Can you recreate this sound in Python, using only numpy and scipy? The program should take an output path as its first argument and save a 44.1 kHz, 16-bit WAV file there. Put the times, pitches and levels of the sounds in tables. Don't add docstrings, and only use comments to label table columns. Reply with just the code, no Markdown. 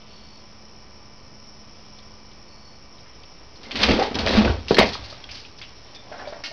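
import sys
import numpy as np
from scipy import signal
from scipy.fft import rfft, irfft, next_fast_len
from scipy.io import wavfile
from scipy.ndimage import uniform_filter1d

SR = 44100
rng = np.random.default_rng(int(sys.argv[2]) if len(sys.argv) > 2 else 0)


def transcribe(signal):
    frames = np.atleast_2d(signal).T
    limited = np.clip(frames, -1, 1)
    pcm = np.round(limited * 32767).astype(np.int16)
    wavfile.write(sys.argv[1], SR, pcm)


def decibels_to_gain(level_db):
    exponent = np.asarray(level_db, float) / 20
    return 10 ** exponent


N = 287928
T = np.arange(N) / SR
LANDING_S = 4.95

# frequency_hz, density_db
NIGHT_AIR = [(9, -40.5), (16, -0.5), (35, 0), (60, -0.5), (120, -4), (200, -7.5), (600, -10), (1150, -13.5),
             (1600, -21), (2330, -18), (2700, -21.5), (4000, -27), (4800, -20.5), (5500, -13.5)]
# peak_s, level_db
CHORUS_SURGES = [
    (1.43, -61),
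    (1.51, -62),
]
# frequency_hz, level_db
MAINS_HARMONICS = [(947.5, -86.5), (1012, -65), (1130, -75.5), (1190, -67.5), (1308, -72.5), (1486, -73.5),
                   (1841, -72), (1900, -81), (2309, -67), (2611, -79.5), (2934, -71.5), (3031, -75),
                   (3268, -80.5), (4156, -73)]
# start_s, length_s, level_db
TRILLS = [
    (0.066, 0.37, -55.5),
    (2.458, 0.36, -57),
]
# peak_s, level_db
GUSTS = [
    (.1, -55),
    (1.8, -59.5),
    (3.1, -63),
    (3.45, -66.5),
]
# start_s, peak_db,
# pitch_hz, t60_s
CLICKS = [(1.472, -39, 5270, 0.022), (2.984, -41.5, 3870, .02), (3.235, -38, 3200, 0.0066),
          (3.236, -37, 4700, .012), (3.557, -44, 4370, .015), (3.832, -11, 4490, 0.019),
          (3.8335, -9, 3200, 0.015), (3.8352, -7.5, 5080, 0.0075), (3.8375, -17, 2290, 0.0063),
          (3.8935, -10.5, 330, 0.027), (3.9075, -12.5, 420, 0.013), (3.9215, -10.5, 368, 0.017),
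          (3.939, -9.5, 330, 0.022), (3.945, -16.5, 299, 0.041), (3.993, -22, 810, 0.057),
          (4.019, -14, 777, 0.049), (4.05, -19, 874, 0.052), (4.154, -15.5, 5170, 0.013),
          (4.1875, -16, 2680, .008), (4.188, -25.5, 1500, .012), (4.192, -16.5, 4380, 0.018),
          (4.2625, -21, 4500, 0.015), (4.273, -7.5, 1860, 0.0014), (4.275, -17.5, 612, 0.021),
          (4.293, -15, 4000, 0.017), (4.369, -16, 300, 0.017), (4.3825, -6.5, 260, 0.019),
          (4.42, -14, 283, 0.046), (4.45, -14, 2480, .012), (4.478, -16, 1500, .02),
          (4.376, -19, 1600, .02), (4.409, -20, 1500, .01), (4.459, -12.5, 356, 0.047),
          (4.6832, -21, 2720, 0.014), (4.684, -24.5, 4850, 0.013), (4.745, -10, 4190, 0.012),
                 (4.7468, -16, 3130, 0.0084), (4.746, -19, 1700, 0.017), (4.753, -14, 4160, 0.009),
                 (4.7875, -7.5, 900, 0.029), (4.789, -14.5, 4860, 0.026), (4.792, -8, 3790, 0.019),
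                 (4.801, -9, 1144, 0.022), (4.806, -14.5, 2040, 0.026), (4.794, -13, 2230, 0.027),
                 (4.802, -14.5, 4400, .03), (4.813, -13.5, 764, 0.022), (4.8205, -18, 2100, .02),
                 (4.829, -12, 607, .03), (4.845, -17, 525, .04), (4.8895, -20, 4400, 0.01),
                 (4.953, -25.5, 1246, 0.025), (5.128, -34, 1270, 0.022), (5.45, -40, 2620, 0.018),
                 (5.617, -33, 4700, .03), (5.615, -30, 2200, 0.018), (5.946, -40, 3400, .015),
                 (6.117, -34.5, 700, 0.045), (6.137, -41, 1530, .03), (6.158, -36, 900, .04),
                 (6.191, -42, 1700, 0.026), (6.226, -34, 800, 0.058), (6.254, -38, 2300, .04),
                 (6.197, -29.5, 1100, 0.028), (6.203, -36, 800, 0.045), (6.272, -34, 587, 0.14),
                 (6.3255, -26.5, 623, 0.029), (6.366, -34.5, 760, 0.049), (6.514, -33, 655, 0.032)]
# start_s, peak_db, centre_hz, t60_s
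PAW_TICKS = [(1.985, -37.5, 3620, 0.05), (2.312, -44, 3500, .087), (2.984, -48, 3800, 0.054),
             (3.06, -41, 2000, .35), (3.235, -38, 3060, 0.044), (3.557, -36, 4600, 0.078),
             (5.945, -47, 3500, 0.49), (5.946, -27, 5550, 0.12), (6.122, -32, 1570, 0.33),
             (6.195, -32, 1640, 0.36), (6.25, -44, 3400, .12), (6.274, -35, 4200, 0.15),
             (6.328, -33, 1680, 0.18)]
# start_s, peak_db, centre_hz, t60_s
CLAW_SNAPS = [(2.984, -45, 3800, .02), (3.557, -41, 4400, .02), (3.8355, -9, 3550, 0.012),
              (3.997, -15, 4960, 0.091), (4.1885, -15.5, 4020, 0.022), (4.2725, -10, 1520, 0.012),
              (4.7445, -10.5, 3930, .025), (5.45, -35, 2740, .03), (5.615, -41, 2430, .03),
              (6.196, -37, 1500, .03), (6.273, -34, 3800, .03), (6.326, -42, 1300, .03),
              (4.713, -22, 2700, .03), (5.2397, -25.5, 3470, 0.016), (5.9455, -47, 3500, .04)]
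# start_s, peak_db, centre_hz, t60_s
LID_CLAWS = [(3.632, -28, 4100, 0.26), (3.7095, -17, 3080, 0.16), (3.7549, -12, 3320, 0.14),
             (3.8114, -13, 1700, 0.061), (3.8315, -2.5, 4100, 0.03), (3.836, -4.5, 2600, 0.069),
             (3.8594, -14, 4460, 0.48), (3.888, -9, 2170, 0.16), (3.9094, -7.5, 2350, 0.078),
             (3.936, -15.5, 1410, 0.096), (4.0233, -14, 2100, 0.21), (4.1444, -14.5, 3320, 0.16),
             (4.153, -12, 4170, 0.034), (4.1869, -13, 4240, 0.29), (4.2623, -8.5, 4200, 0.024),
             (4.2722, -8, 1870, 0.25), (4.2988, -19.5, 1850, 0.13), (4.3355, -12.5, 2150, 0.11),
             (4.384, -15.5, 2740, 0.33), (4.4074, -24.5, 1580, .1), (4.4463, -15, 2220, 0.084),
             (4.4714, -20.5, 1680, 0.2)]
# start_s, peak_db, centre_hz, t60_s
FLIGHT_CLAWS = [(4.6825, -18, 4530, 0.29), (4.697, -16.5, 4220, 0.41), (4.767, -11, 1890, 0.082),
                (4.783, -1, 2260, 0.13), (4.788, -9, 2100, 0.016), (4.7955, -9, 2370, 0.16),
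                (4.8194, -10.5, 2300, 0.11), (4.859, -17.5, 4620, 0.18), (4.892, -22.5, 4730, 0.037),
                (4.9319, -16, 4420, 0.15), (5.0394, -27.5, 4440, 0.19), (5.0994, -26, 4550, 0.22),
                (5.289, -29.5, 2680, 0.15), (5.3094, -25, 4930, 0.24), (5.3445, -25, 4400, 0.86),
                (5.3727, -32, 3080, 0.089), (5.3979, -31.5, 4830, .15), (5.448, -33.5, 2880, .08),
                (5.5833, -32, 4740, 0.16), (5.6151, -26.5, 2860, 0.19), (6.4383, -20.5, 4900, 0.2),
                (6.4594, -22, 4580, 0.13)]
# time_s, claw_drag_db, weight_on_lid_db
SCRAMBLE = [
    (3.57, -55, -54),
    (3.72, -49.5, -41.5),
    (3.83, -18.5, -25.5),
    (4.01, -35.5, -27.5),
    (4.09, -39, -37.5),
    (4.21, -48.5, -29),
    (4.33, -22.5, -24.5),
    (4.52, -34, -29.5),
    (4.6, -47, -48.5),
]
# time_s, claw_drag_db, weight_on_boards_db
FLIGHT = [
    (4.66, -47.5, -44),
    (4.92, -36, -39.5),
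    (5.14, -46, -52),
    (5.3, -49, -55),
    (5.44, -62, -64),
    (5.7, -51.5, -66),
    (6.05, -49.5, -53),
    (6.23, -47.5, -41.5),
    (6.53, -55, -52),
]
# frequency_hz, density_db
SCRAPE_COLOUR = [(500, -16.5), (900, -2.5), (1500, -3), (2200, -2.5), (3200, -1), (4400, -1.5), (5500, -6)]
# frequency_hz, width_hz, level_db
BIN_MODES = [(214, 27, 0.5), (330, 136, 0), (530, 65, -8), (780, 51, -3.5)]
# frequency_hz, width_hz, level_db
BOARD_MODES = [(274, 77, -4.5), (565, 69, -3), (797, 180, -6), (1120, 140, -8.5), (1650, 1100, -15.5)]
# start_s, peak_db, pitch_hz, t60_s
LOOSE_PARTS = [(3.65, -38, 2100, 0.2), (3.832, -12, 4130, 0.033), (4.0, -21.5, 761, 0.2),
               (4.37, -14.5, 214, 0.26), (4.746, -23, 4140, 0.035), (4.79, -22.5, 2080, 0.13),
               (5.24, -40, 3360, 0.06), (5.345, -44, 2950, .11), (5.37, -43, 3100, .11),
               (5.95, -38.5, 3550, 0.28), (5.95, -43, 2370, .2), (6.255, -43, 3420, .1),
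               (5.45, -51, 2630, .07), (6.118, -46, 604, .14), (6.2, -35, 720, 0.33),
               (6.272, -32, 586, 0.26), (6.278, -44, 3750, 0.21), (6.278, -41, 4650, 0.13),
               (6.33, -43, 680, 0.19), (6.44, -43, 2100, 0.17), (6.44, -39, 1430, 0.11),
               (6.44, -40, 2540, 0.2), (6.442, -33, 2860, 0.24), (6.442, -31, 4830, 0.3),
               (6.445, -34, 4150, .24)]
# start_s, peak_db, centre_hz, t60_s
BIN_PAWS = [(3.744, -23, 274, 0.25), (3.815, -21, 202, 0.04), (3.887, -11, 510, 0.19),
            (3.904, -7, 219, 0.52), (3.927, -14.5, 232, 0.2), (3.989, -8.5, 516, 0.25),
            (4.02, -17.5, 734, 0.11), (4.049, -27, 794, 0.069), (4.079, -21, 424, 0.081),
            (4.109, -18, 227, 0.091), (4.151, -17, 294, 0.32), (4.19, -17.5, 208, 0.099),
            (4.231, -20.5, 285, 0.07), (4.264, -11, 570, 0.062), (4.288, -19, 397, 0.07),
            (4.349, -11.5, 353, 0.24), (4.374, -8.5, 189, 0.04), (4.384, -10.5, 230, 0.12),
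            (4.407, -8.5, 240, 0.12), (4.445, -12, 526, 0.11), (4.476, -14, 302, 0.12),
            (4.497, -16, 378, 0.074), (4.539, -28, 423, 0.15)]
# start_s, peak_db, centre_hz, t60_s
LANDING_BLOWS = [
    (4.7075, -0.5, 422, 0.026),
    (4.709, -11, 150, 0.043),
    (4.714, -12, 806, 0.18),
    (4.722, -12, 336, 0.031),
    (4.771, -13, 290, 0.18),
    (4.7835, 1.5, 423, 0.073),
    (4.792, -5.5, 200, 0.15),
    (4.811, -4, 720, 0.084),
    (4.839, -13, 224, 0.078),
    (4.952, -19.5, 990, 0.02),
]
# start_s, peak_db, centre_hz, t60_s
STEPS = [
    (5.124, -32.5, 570, 0.047),
    (5.848, -41, 570, 0.066),
    (6.115, -27, 680, 0.3),
    (6.19, -31, 1000, 0.2),
    (6.269, -33, 624, 0.071),
    (6.323, -33, 606, 0.071),
    (6.359, -40, 750, 0.12),
    (6.509, -37.5, 643, 0.11),
]
# frequency_hz, width_hz, level_db
BOOM_MODES = [(60.6, 22, 0), (85, 81, -4.5)]
# peak_s, level_db
HEAVES = [
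    (3.81, -33.5),
    (3.9, -25.5),
    (4.21, -28),
    (4.36, -24),
    (4.48, -23),
    (4.81, -31),
    (4.92, -46),
    (5.03, -41.5),
    (5.3, -46.5),
]
# frequency_hz, level_db, t60_s
SHEET_MODES = [(1840, -3, 0.2), (2180, -2.5, 0.3), (2444, -12, 0.28), (2790, -5, 0.1), (3170, -17, 0.21),
               (3480, -23, 0.18), (4050, -9, 0.12), (4390, -17, .3), (5040, -11, .24), (5160, -3, .09),
               (5230, -11.5, 0.34)]
# start_s, level_db
SHEET_KNOCKS = [
    (6.438, -30.5),
    (6.4415, -36),
    (6.462, -40),
]


def level(x, db):
    return x * decibels_to_gain(db) / np.sqrt(np.mean(x ** 2))


def curve(table):
    s, *columns = np.transpose(table)
    return [np.interp(T, s, c, left=-120) for c in columns]


def ring(x, hz, width_hz):
    return signal.lfilter(*signal.iirpeak(min(hz, 7000), hz / width_hz, fs=SR), x)


def body(x, modes):
    return sum((-1) ** k * decibels_to_gain(db) * ring(x, hz, width) for k, (hz, width, db) in enumerate(modes))


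def highpass_or_low(x, kind):
    return signal.sosfilt(signal.butter(4, 4700, kind, fs=SR, output="sos"), x)


def colour(x, points):
    hz, db = np.transpose(points)
    padded = np.pad(x, 2048, mode="reflect")
    f = np.maximum(np.fft.rfftfreq(len(padded), 1 / SR), 1)
    gain = decibels_to_gain(np.interp(np.log(f), np.log(hz), db))
    return irfft(rfft(padded) * gain, len(padded))[2048:-2048]


def walk(rate):
    k = int(SR / rate)
    x = np.repeat(rng.standard_normal(N // k + 1), k)
    x = uniform_filter1d(uniform_filter1d(x, k), k)[:N]
    return x / x.std()


def grit(rate, scatter_db):
    hit = rng.random(N) < rate / SR
    size = rng.exponential(size=N)
    return hit * rng.standard_normal(N) * decibels_to_gain(scatter_db * size)


def swells(events, rise_db_s, fall_db_s):
    return sum(decibels_to_gain(db - np.maximum(rise_db_s * (s - T), fall_db_s * (T - s))) for s, db in events)


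def tailed(events, noise_db, broad_db):
    return [(*row, noise_db, broad_db) for row in events]


def strikes(events, q, push_cycles, rise_s, grain, wide_hz, wide_width_hz):
    out, t = np.zeros(N + SR // 2), T[:SR // 2]
    for s, db, hz, t60, tail_db, wide_db in events:
        noise = rng.standard_normal(len(t))
        noise = noise * np.abs(noise) ** grain
        fade = np.exp(-np.log(1000) * t / np.clip(t60, 0.01, 0.5)) * -np.expm1(-t / rise_s)
        push = np.sin(np.pi * np.minimum(t * hz / push_cycles, 1))
        knock = -ring(ring(push, hz, hz / q), hz, 4.0 * hz)
        pitched = ring(ring(noise, hz, hz / q / 2), hz, 2 * hz / q)
        broad = ring(noise, wide_hz, wide_width_hz)
        tail = (pitched / pitched.std() + decibels_to_gain(wide_db) * broad / broad.std()) * fade
        one = knock / np.abs(knock).max() + decibels_to_gain(tail_db) * tail / np.abs(tail).max()
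        start = int((s + 0.001) * SR)
        out[start:start + len(t)] += decibels_to_gain(db) * one / np.abs(one).max()
    return out[:N]


def chimes(events):
    out = np.zeros(N)
    for s, db, hz, t60 in events:
        span = slice(int(s * SR), int(s * SR) + SR // 2)
        t = np.clip(T[span] - s, 0, 1)
        out[span] += decibels_to_gain(db) * np.sin(2 * np.pi * hz * t) * 1000 ** (-t / np.clip(t60, 0.002, 0.4))
    return out


def air_and_insects():
    air = level(colour(rng.standard_normal(N), NIGHT_AIR), -42.5)
    low, chorus = highpass_or_low(air, "low"), highpass_or_low(air, "high")
    surge = level(ring(chorus, 5410, 250) * decibels_to_gain(2.5 * walk(79.8)), 0)
    surge = surge * swells(CHORUS_SURGES, rise_db_s=101, fall_db_s=91)
    return low * decibels_to_gain(0.21 * walk(2.2)) + chorus * decibels_to_gain(0.73 * walk(2.6) + 0.48 * walk(64)) + surge


def mains_buzz():
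    buzz = decibels_to_gain(-60.0) * np.sin(2 * np.pi * 71.0 * T) + decibels_to_gain(-61.5) * np.sin(2 * np.pi * 118.8 * T)
    for hz, db in MAINS_HARMONICS:
        buzz = buzz + np.sqrt(2) * decibels_to_gain(db) * np.sin(2 * np.pi * (hz * T + rng.random()))
    return buzz


def fan():
    tone = np.sin(2 * np.pi * np.cumsum(213.5 + 1.05 * walk(2.92)) / SR)
    return np.sqrt(2) * tone * decibels_to_gain(-57 - 46 * np.maximum(T - 2.63, 0))


def cricket():
    on = np.zeros(N)
    for s, length, db in TRILLS:
        on += decibels_to_gain(db) * np.clip(np.minimum((T - s) / 0.035, (s + length - T) / 0.07), 0, 1)
    strokes = 1 + 0.2 * np.cos(2 * np.pi * np.cumsum(84 + 3.0 * walk(15)) / SR)
    wings = np.sin(2 * np.pi * 4445 * T) + 0.64 * np.sin(2 * np.pi * np.cumsum(4487 + 4 * walk(10)) / SR)
    rasp = level(ring(rng.standard_normal(N), 4460, 170), -5)
    return level(strokes * (wings + rasp) * decibels_to_gain(1.1 * walk(39.7)), 0) * on


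def leaves():
    return level(ring(grit(3000, 0.5), 3100, 1100), 0) * swells(GUSTS, rise_db_s=28, fall_db_s=19)


def night():
    return air_and_insects() + mains_buzz() + fan() + cricket() + leaves()


def clicks():
    return chimes(CLICKS)


def claws():
    events = tailed(LID_CLAWS, 1, 14) + tailed(FLIGHT_CLAWS, 0.9, 2.5)
    events = events + tailed(PAW_TICKS, 4, -8.5) + tailed(CLAW_SNAPS, -3.5, 0)
    return strikes(events, q=1.97, push_cycles=0.48, rise_s=0.0011, grain=0.87,
                   wide_hz=3150, wide_width_hz=3600)


def scrape(drag_db):
    return level(colour(grit(6000, 1.1), SCRAPE_COLOUR), 0) * decibels_to_gain(drag_db + 2.0 * walk(36))


def drum(weight_db):
    blows = ring(grit(700, 1.8), 500, 1100)
    on_bin = level(body(blows, BIN_MODES) + decibels_to_gain(-8.5) * ring(blows, 440, 1100), 0)
    on_boards = level(body(blows, BOARD_MODES), 0)
    return np.where(T < LANDING_S, on_bin, on_boards) * decibels_to_gain(weight_db)


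def loose_parts():
    return strikes(tailed(LOOSE_PARTS, -1.1, -23.5), q=12.0, push_cycles=0.48, rise_s=0.00065, grain=0.3,
                   wide_hz=2000, wide_width_hz=3000)


def paws():
    events = tailed(BIN_PAWS, -1, -0.44) + tailed(LANDING_BLOWS, -6.5, -1.4) + tailed(STEPS, 0, 0)
    return strikes(events, q=2.73, push_cycles=0.54, rise_s=0.0014, grain=2.54,
                   wide_hz=610, wide_width_hz=480)


def boom():
    rumble = level(ring(body(grit(900, 0.8), BOOM_MODES), 62, 80), -2)
    return rumble * swells(HEAVES, rise_db_s=197, fall_db_s=115)


def sheet():
    events = []
    for s, db in SHEET_KNOCKS:
        events += [(s, db + mode_db, hz, t60) for hz, mode_db, t60 in SHEET_MODES]
    return chimes(events)


def raccoon():
    drag_db, weight_db = curve(SCRAMBLE + FLIGHT)
    touches = clicks() + claws() + paws()
    return touches + scrape(drag_db) + drum(weight_db) + loose_parts() + boom() + sheet()


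def pen(x):
    t60_s, t = 0.25, T[:SR // 2]
    bright, dull = rng.standard_normal((2, len(t)))
    echo = bright * 1000 ** (-t / (1.37 * t60_s)) + 1.74 * ring(dull, 570, 1600) * 1000 ** (-t / t60_s)
    echo = echo * (t > 0.004)
    return signal.fftconvolve(x, decibels_to_gain(-10) * echo / np.sqrt(np.sum(echo ** 2)))[:N]


def scene():
    animal = raccoon()
    near = colour(animal + pen(animal), [(25, 8.5), (60, -1.0), (4600, 0), (5100, -3.5), (5500, -8.5)])
    return (near + night())[None]


def overload(x, top):
    return top * np.tanh(np.abs(x / top) ** 6) ** (1 / 6) * np.sign(x)


def fold_over(x):
    heard = colour(x, [(5490, 0), (5512, -3), (5560, -40), (6200, -120)])
    sampled = 4 * heard * (np.arange(N) % 4 == 0)
    return colour(sampled, [(4600, -0.5), (5500, 4.0), (6100, -11.0), (6600, -28.5), (7000, -38.5),
                            (7500, -52), (8500, -130)])


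def fill_top(x):
    upper = signal.hilbert(colour(x, [(3000, -50), (3700, -6.5), (6300, 3.0)]), next_fast_len(N))[:N]
    for shift_hz, db in [(3920, -34.5), (5900, -54.0), (7700, -47.5), (10000, -58.0)]:
        x = x + decibels_to_gain(db) * np.real(upper * np.exp(2j * np.pi * shift_hz * T))
    return x


def low_pass(x):
    return signal.sosfilt(signal.butter(12, 15700, fs=SR, output="sos"), x)


def record(dry):
    x = fill_top(fold_over(overload(dry[0], 0.95)))
    mix = overload(x, 0.72) + 0.0044
    return low_pass(mix[None])


dry = scene()
out = record(dry)
transcribe(out)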